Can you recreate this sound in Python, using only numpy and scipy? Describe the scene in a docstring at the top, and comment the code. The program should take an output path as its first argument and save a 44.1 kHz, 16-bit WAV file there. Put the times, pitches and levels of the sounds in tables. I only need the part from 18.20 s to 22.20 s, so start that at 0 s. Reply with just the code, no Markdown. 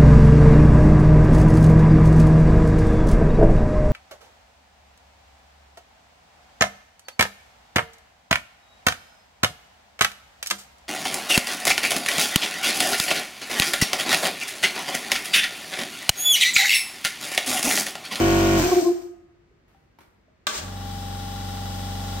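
"""The drone of a fast piston compressor fills a workshop. It is switched off and coasts down, its intake
reed honking on the last strokes and its tank ringing on. After a few handling knocks a pressure switch
snaps, and a second portable compressor, a slower twin-piston pump, spins up to a steady throb with valve
chatter, air hiss and a fan whine. Drones are shaft harmonics, clatter and hiss are noise surging with the
shaft, and struck parts ring as decaying modes."""
import sys
import numpy as np
from scipy import signal
from scipy.fft import rfft, irfft, next_fast_len
from scipy.io import wavfile
from scipy.ndimage import uniform_filter1d, map_coordinates

SR = 44100
rng = np.random.default_rng(int(sys.argv[2]) if len(sys.argv) > 2 else 0)


def bounce(signal):
    """Save signal as a 16-bit WAV file at the path given by the first command-line argument."""
    frames = np.transpose(np.atleast_2d(signal))
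    limited = np.clip(frames, -1, 1)
    pcm = np.round(limited * 32767).astype(np.int16)
    wavfile.write(sys.argv[1], SR, pcm)


N = 176400
TIME = np.arange(N) / SR
SWITCH_ON_S = 2.2685


def undb(db):
    """Decibels to gain."""
    return 10 ** (np.asarray(db) / 20)


def unit(x):
    """Scale to rms 1."""
    return x / np.sqrt(np.mean(x ** 2))


def fader(rows):
    """Gain ride through (time_s, level_db) points."""
    return undb(np.interp(TIME, *np.array(rows).T))


def drift(rate_hz):
    """Smooth random wander, spread near 1."""
    wander = np.interp(TIME * rate_hz, np.arange(400), rng.standard_normal(400))
    return 1.3 * uniform_filter1d(wander, int(SR / rate_hz))


def eq(x, rows):
    """Minimum-phase EQ through (freq_hz, gain_db) points."""
    hz, db = np.array(rows, float).T
    size = next_fast_len(N + 8192, True)
    freqs = np.maximum(np.fft.rfftfreq(size, 1 / SR), 1)
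    cepstrum = irfft(np.log(undb(np.interp(np.log(freqs), np.log(hz), db))), size)
    cepstrum[1:size // 2] *= 2
    cepstrum[size // 2 + 1:] = 0
    return irfft(rfft(x, size) * np.exp(rfft(cepstrum)), size)[..., :N]


def widen(pair):
    """Mid and side to stereo: widest in the midrange, the left 3 samples late."""
    mid, side = pair
    side = signal.sosfilt(signal.butter(1, [400, 5940], "band", fs=SR, output="sos"), side)
    return np.array([np.roll(mid + side, 3), mid - side])


def noise_bed(spectrum):
    """Steady coloured stereo noise."""
    return widen(unit(eq(rng.standard_normal((2, N)), spectrum)))


def decay(start, t60):
    """Hard attack, exponential tail."""
    age = TIME - start
    return (age >= 0) * np.exp(-np.log(1000) * np.clip(age / t60, 0, 10))


def ring(modes, start):
    """Struck modes, each reaching the two ears in its own phase."""
    out = 0
    for hz, db, t60 in modes:
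        cycles = hz * (TIME - start) + rng.random() + 0.099 * rng.random((2, 1))
        out += undb(db) * decay(start, t60) * np.sin(2 * np.pi * cycles)
    return out


def burst(start, t60, spectrum):
    """A crack of coloured noise that dies away."""
    noise = rng.standard_normal((2, N))
    return widen(eq(noise * decay(start, t60), spectrum) / eq(noise[0], spectrum).std())


def in_room(x, send_db, low_t60_s=.72, treble_t60_s=.53):
    """The sound plus a diffuse workshop tail, shorter in the treble."""
    t = np.arange(SR) / SR
    noise = rng.standard_normal((2, SR))
    low = signal.sosfilt(signal.butter(4, 3500, fs=SR, output="sos"), noise)
    tail = low * 1e-3 ** (t / low_t60_s) + (noise - low) * 1e-3 ** (t / treble_t60_s)
    tail *= t > .004  # pre-delay
    return x + undb(send_db) * signal.fftconvolve(x, unit(tail) / np.sqrt(SR), axes=1)[:, :N]


# Room tone colour: freq_hz, gain_db
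AIR_EQ = [(25, 1), (100, -4), (320, -10.5), (900, -20.5), (2000, -21), (3400, -29.5), (7000, -35.5),
          (15000, -50.5)]

def room_tone():
    """Quiet, dark workshop air."""
    return undb(-63 + .5 * drift(2)) * noise_bed(AIR_EQ)


# Knocks: start_s, level_db, pitch_hz, t60_s
KNOCKS = [(1.314, -52, 397, 0.043), (1.547, -53, 790, 0.077), (1.787, -43, 893, 0.022),
          (2.082, -55.5, 633, 0.07)]
# Finger taps: start_s, level_db, t60_s
TAPS = [(1.48, -68.5, 0.78), (1.788, -52.5, 0.062), (1.806, -54.5, 0.17)]
# Tap colour: freq_hz, gain_db
TAP_EQ = [(59, -45), (100, -7), (355, 0.5), (682, -6.5), (1290, -2.5), (3000, -9), (8230, -19.5),
          (9740, -10), (15500, -22)]

def handling():
    """Soft handling knocks and fingers on the switch cap."""
    knocks = sum(ring([(hz, db, t60)], start) for start, db, hz, t60 in KNOCKS)
    taps = sum(undb(db) * burst(start, t60, TAP_EQ) for start, db, t60 in TAPS)
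    return knocks + taps


# Snap colour: freq_hz, gain_db
SNAP_EQ = [(59, -67.5), (100, -18.5), (541, -16.5), (917, -11), (1160, -3.5), (2750, -10), (3690, -1.5),
           (4500, -10), (8410, -13), (9950, -23), (15500, -25)]
# Housing modes: pitch_hz, relative_db, t60_s
HOUSING_MODES = [(616, -2.5, 0.091), (1144, 3.5, 0.12), (1200, -2.5, 0.14), (1546, -3.5, 0.17),
                 (1700, -2, 0.084), (2074, -8, 0.19), (3170, -9, 0.21), (3710, -15, 0.14)]

def pressure_switch():
    """The switch snaps and rings its housing."""
    snap = undb(-16) * burst(SWITCH_ON_S, t60=.035, spectrum=SNAP_EQ)
    return snap + undb(-29) * ring(HOUSING_MODES, SWITCH_ON_S)


# Squeak cues: start_s, length_s, pitch_hz, level_db
SQUEAKS = [(0, .055, 2990, -36), (.425, .05, 2520, -41), (.455, .09, 6000, -43), (.508, .026, 1100, -34),
           (.642, .046, 1055, -38)]

def squeaks():
    """Brief wavering squeaks of the fast pump."""
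    out = 0
    for start, length, hz, db in SQUEAKS:
        progress = np.clip((TIME - start) / length, 0, 1)
        envelope = undb(db) * np.sqrt(np.abs(np.sin(np.pi * progress)))
        cycles = np.cumsum(hz * (1 + .0024 * drift(90))) / SR
        out += np.sqrt(2) * envelope * np.sin(2 * np.pi * cycles)
    return out


# Suction strokes: start_s, length_s, pitch_hz, level_db, overtone_lift_db
HONKS = [(.42, 0.057, 356.5, -20.5, 1.5), (0.467, 0.046, 355.4, -24.5, 3.5),
         (.506, .044, 359.5, -17.5, 1.5), (0.554, 0.055, 354.6, -19.5, 1), (0.607, .03, 345.3, -20.5, -1),
         (0.652, 0.0757, 348.5, -19, -6.5)]
# Reed harmonics, fundamental first: relative_db
REED_PARTIALS = [0, -10.5, -26, -40]

def intake_honks(ramp_s=.017, sag_hz_per_s=68):
    """The intake reed flutters roughly on each suction stroke as the fast pump coasts."""
    out = np.zeros((2, N))
    jitter = .058 * drift(95.94)
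    flicker = undb(2.14 * drift(90.85))
    for start, length, hz, db, lift_db in HONKS:
        age = TIME - start
        envelope = np.clip(np.minimum(age, length - age) / ramp_s, 0, 1) * flicker
        on = envelope > 0
        cycles = hz * age[on] - sag_hz_per_s * age[on] ** 2 / 2 + jitter[on]
        for k, partial_db in enumerate(REED_PARTIALS, 1):
            gain = np.sqrt(2) * undb(db + partial_db + lift_db * (k > 1))
            ear_offset = .13 * rng.random((2, 1))
            out[:, on] += gain * envelope[on] * np.sin(2 * np.pi * k * (cycles + ear_offset))
    return in_room(out, send_db=-7.5)


# Tank modes: pitch_hz, level_db, t60_s
TANK_MODES = [(334, -35, 0.59), (348, -34, 1.13), (685, -47, .45), (1250, -60, 1.4)]

def tank_ring():
    """The air tank rings on after the last stroke."""
    return ring(TANK_MODES, start=.72)


def shaft_drone(turns, harmonics, waver_db, dull_db=0):
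    """Shaft harmonics; higher ones are wider and lose dull_db per multiple."""
    out = 0
    for k, db in harmonics:
        ear_phase = np.array([[1], [-1]]) * min(k * .022, .6) * rng.choice([-1, 1])
        gain = undb(db + waver_db * drift(11) - k * dull_db)
        out += gain * np.sin(2 * np.pi * (k * turns + rng.random()) + ear_phase)
    return np.sqrt(2) * out


def chatter(turns, shaft_hz, spectrum, repeat, depth, surges):
    """Valve and bearing noise that partly repeats each turn and pulses `surges` times a turn."""
    samples_into_turn = (TIME - np.interp(np.floor(turns), turns, TIME)) * SR
    loops = rng.standard_normal((2, int(2 * SR / shaft_hz)))
    looped = [map_coordinates(loop, [samples_into_turn], order=3, mode="wrap") for loop in loops]
    looped = signal.sosfilt(signal.butter(3, 420, "high", fs=SR, output="sos"), looped)
    noise = np.sqrt(repeat) * looped + np.sqrt(1 - repeat) * rng.standard_normal((2, N))
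    pulse = 1 + depth * np.exp(-(turns * surges % 1) / .089)
    return widen(unit(eq(noise * pulse, spectrum)))


# Drone harmonics: shaft_multiple, level_db
FAST_HARMONICS = [(1, -34), (2, -31.5), (3, -37), (4, -38.5), (5, -36.5), (6, -44), (7, -21.5), (8, -30),
                  (11, -41), (12, -37), (13, -40), (14, -32), (15, -34.5), (19, -42), (23, -42)]
# Clatter and hiss colours: freq_hz, gain_db
FAST_CLATTER_EQ = [(30, -13), (70, 1.5), (200, 6), (450, -2.5), (900, -4.5), (1700, -8), (2700, -7.5),
                   (3500, -14.5), (6000, -37.5), (15000, -36)]
FAST_HISS_EQ = [(500, -30.5), (2500, -13), (4000, -1.5), (5600, 2), (8200, 0.5), (9300, -7), (12000, -9),
                (14300, -4), (16000, -17.5)]
# Their fader rides: time_s, level_db
FAST_CLATTER_RIDE = [(0, -28), (.38, -29), (.5, -33), (.58, -38), (.68, -49), (.73, -53), (.85, -63),
                     (1.2, -115)]
FAST_HISS_RIDE = [(0, -33.5), (.36, -34.5), (.39, -29.5), (.48, -32), (.64, -37.5), (.7, -46), (.78, -55),
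                  (.88, -63), (1.15, -125)]

def fast_pump(shaft_hz=47.82, off_s=.38, coast_s=.4, fall_db_per_s=92.5, dull_db_per_s=30.5):
    """A single piston drones, clatters and hisses, then sinks and dulls as it coasts."""
    speed = np.clip(1 - (TIME - off_s) / coast_s, .1, 1)
    turns = np.cumsum(shaft_hz * speed * (1 + .001 * drift(7.3))) / SR
    fading_s = np.maximum(TIME - .404, 0)
    drone = shaft_drone(turns, FAST_HARMONICS, waver_db=.43, dull_db=dull_db_per_s * fading_s)
    drone *= undb(-fall_db_per_s * fading_s)
    clatter = chatter(turns, shaft_hz, FAST_CLATTER_EQ, repeat=.82, depth=2.4, surges=4)
    hiss = chatter(turns, shaft_hz, FAST_HISS_EQ, repeat=.2, depth=.85, surges=1)
    noise = clatter * fader(FAST_CLATTER_RIDE) + hiss * fader(FAST_HISS_RIDE)
    return drone + in_room(noise, send_db=-9)


def fan_whine(turns, blades=34, left_bias_db=18, swell_s=.4):
    """The twin pump's blade-passing tone swells in on the left."""
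    gain = np.sqrt(2) * undb(-47.5 + .4 * drift(35))
    pan = undb(np.array([[1], [-1]]) * left_bias_db / 2)
    swell = np.clip((TIME - SWITCH_ON_S) / swell_s, 0, 1) ** 2
    return gain * pan * swell * np.sin(2 * np.pi * blades * turns)


def mains_growl(pitch_hz=216, length_s=.135, ramp_s=.014):
    """A short electrical tone as the motor starts."""
    age = TIME - SWITCH_ON_S
    envelope = np.clip(np.minimum(age, length_s - age) / ramp_s, 0, 1)
    return undb(-52) * envelope * np.sin(2 * np.pi * pitch_hz * TIME)


# Rush colour: freq_hz, gain_db
RUSH_EQ = [(180, -34), (300, -7), (500, -4), (1100, -10), (3510, -6.5), (7370, -3.5), (8990, -7),
           (9930, -18), (15500, -20)]
# Its fader ride: time_s, level_db
RUSH_RIDE = [(2.262, -130), (2.275, -33), (2.33, -38), (2.38, -32), (2.41, -41), (2.48, -49), (2.62, -63),
             (3, -120)]

def startup_rush():
    """A scraping rush while the motor gathers speed."""
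    return noise_bed(RUSH_EQ) * fader(RUSH_RIDE) * undb(1.36 * drift(90))


# Slap rhythm within a turn: position_turns, relative_db
SLAPS = [(0, -2.5), (.19, -4), (.36, -8.5)]
# Cylinder head modes: pitch_hz, relative_db, t60_s
HEAD_MODES = [(1400, -34, .035), (1970, -42, .03), (2950, -45, .04), (3450, -41, .05), (3850, -40, .06)]

def valve_slaps(turns, jitter_turns=.003):
    """A quick run of uneven valve slaps in each turn rings the cylinder head."""
    slaps = 0
    for position, db in SLAPS:
        count = np.floor(np.maximum(turns - position + jitter_turns * drift(30), 0))
        slaps += np.diff(count, prepend=0) * undb(db + 2.3 * rng.standard_normal(N))
    t = np.arange(SR // 10) / SR
    head = 0
    for hz, db, t60 in HEAD_MODES:
        cycles = hz * t + .21 * rng.random((2, 1))
        head += undb(db) * 1e-3 ** (t / t60) * np.sin(2 * np.pi * cycles)
    return signal.fftconvolve(slaps[None], head, axes=1)[:, :N]


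# Throb harmonics: shaft_multiple, relative_db
TWIN_HARMONICS = [(2, -38), (4, -32.5), (5, -52), (6, -51), (7, -48.5), (8, -39.5), (9, -44), (11, -49),
                  (12, -46.5), (14, -53.5), (18, -55.5), (36, -50)]
# Clatter and hiss colours: freq_hz, gain_db
TWIN_CLATTER_EQ = [(30, -10.5), (70, 2.5), (250, 6), (370, 0), (570, 4.5), (800, 4), (980, -6), (1120, 1),
                   (1270, -9), (1400, -6), (1700, -6), (1980, -8), (2250, -21), (2950, -6.5), (4000, -31.5),
                   (9000, -22)]
TWIN_HISS_EQ = [(800, -16.5), (2600, -12), (3300, -4), (4300, -9.5), (5100, -6), (6800, -11), (8400, -8),
                (9500, -12.5), (14300, -16.5), (16000, -21)]
# Fader rides for throb and valves, clatter, hiss: time_s, gain_db
THROB_RIDE = [(2.27, -35.5), (2.37, -18), (2.45, -8.5), (2.65, -6), (4, -3.5)]
TWIN_CLATTER_RIDE = [(2.27, -47), (2.4, -43), (2.6, -43), (4, -40)]
TWIN_HISS_RIDE = [(2.27, -52), (2.55, -46), (2.7, -43), (4, -40)]

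def twin_pump(shaft_hz=23.575, spin_up_s=.17):
    """Two pistons spin up and throb; valves, hiss and fan follow the same shaft."""
    speed = np.clip((TIME - SWITCH_ON_S) / spin_up_s, 1e-6, 1)
    turns = np.cumsum(shaft_hz * speed * (1 + .00058 * drift(6))) / SR
    throb = shaft_drone(turns, TWIN_HARMONICS, waver_db=.4) * fader(THROB_RIDE)
    tones = throb + fan_whine(turns) + mains_growl()
    clatter = chatter(turns, shaft_hz, TWIN_CLATTER_EQ, repeat=.8, depth=1.3, surges=4)
    hiss = chatter(turns, shaft_hz, TWIN_HISS_EQ, repeat=.4, depth=.32, surges=2)
    noise = speed * (clatter * fader(TWIN_CLATTER_RIDE) + hiss * fader(TWIN_HISS_RIDE))
    noise += startup_rush() + valve_slaps(turns) * fader(THROB_RIDE)
    return tones + in_room(noise, send_db=-9)


# Stereo lean: freq_hz, left_minus_right_db
LEFT_BIAS = [(2800, 0), (4400, 5.5), (9000, 0.5)]

def scene():
    """Both machines over the room tone, their upper hiss leaning left."""
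    mix = room_tone() + fast_pump() + squeaks() + intake_honks() + tank_ring() + twin_pump()
    left, right = mix + in_room(handling() + pressure_switch(), send_db=-2.5)
    left = eq(left, [(hz, db / 2) for hz, db in LEFT_BIAS])
    right = eq(right, [(hz, -db / 2) for hz, db in LEFT_BIAS])
    return np.array([left, right])


# Overall tone colour: freq_hz, gain_db
MASTER_EQ = [(20, -26.5), (32, -7), (44, 3.5), (9000, -1), (9900, -10.5), (10400, -13.5), (11000, -3),
             (20000, 3.5)]

def record(dry):
    """Overall tone colour: the deepest bass is dropped, a narrow dip near 10 kHz, the top is cut."""
    high_cut = signal.ellip(10, .2, 80, 15750, fs=SR, output="sos")
    return signal.sosfilt(high_cut, eq(dry, MASTER_EQ))


dry = scene()
out = record(dry)
bounce(out)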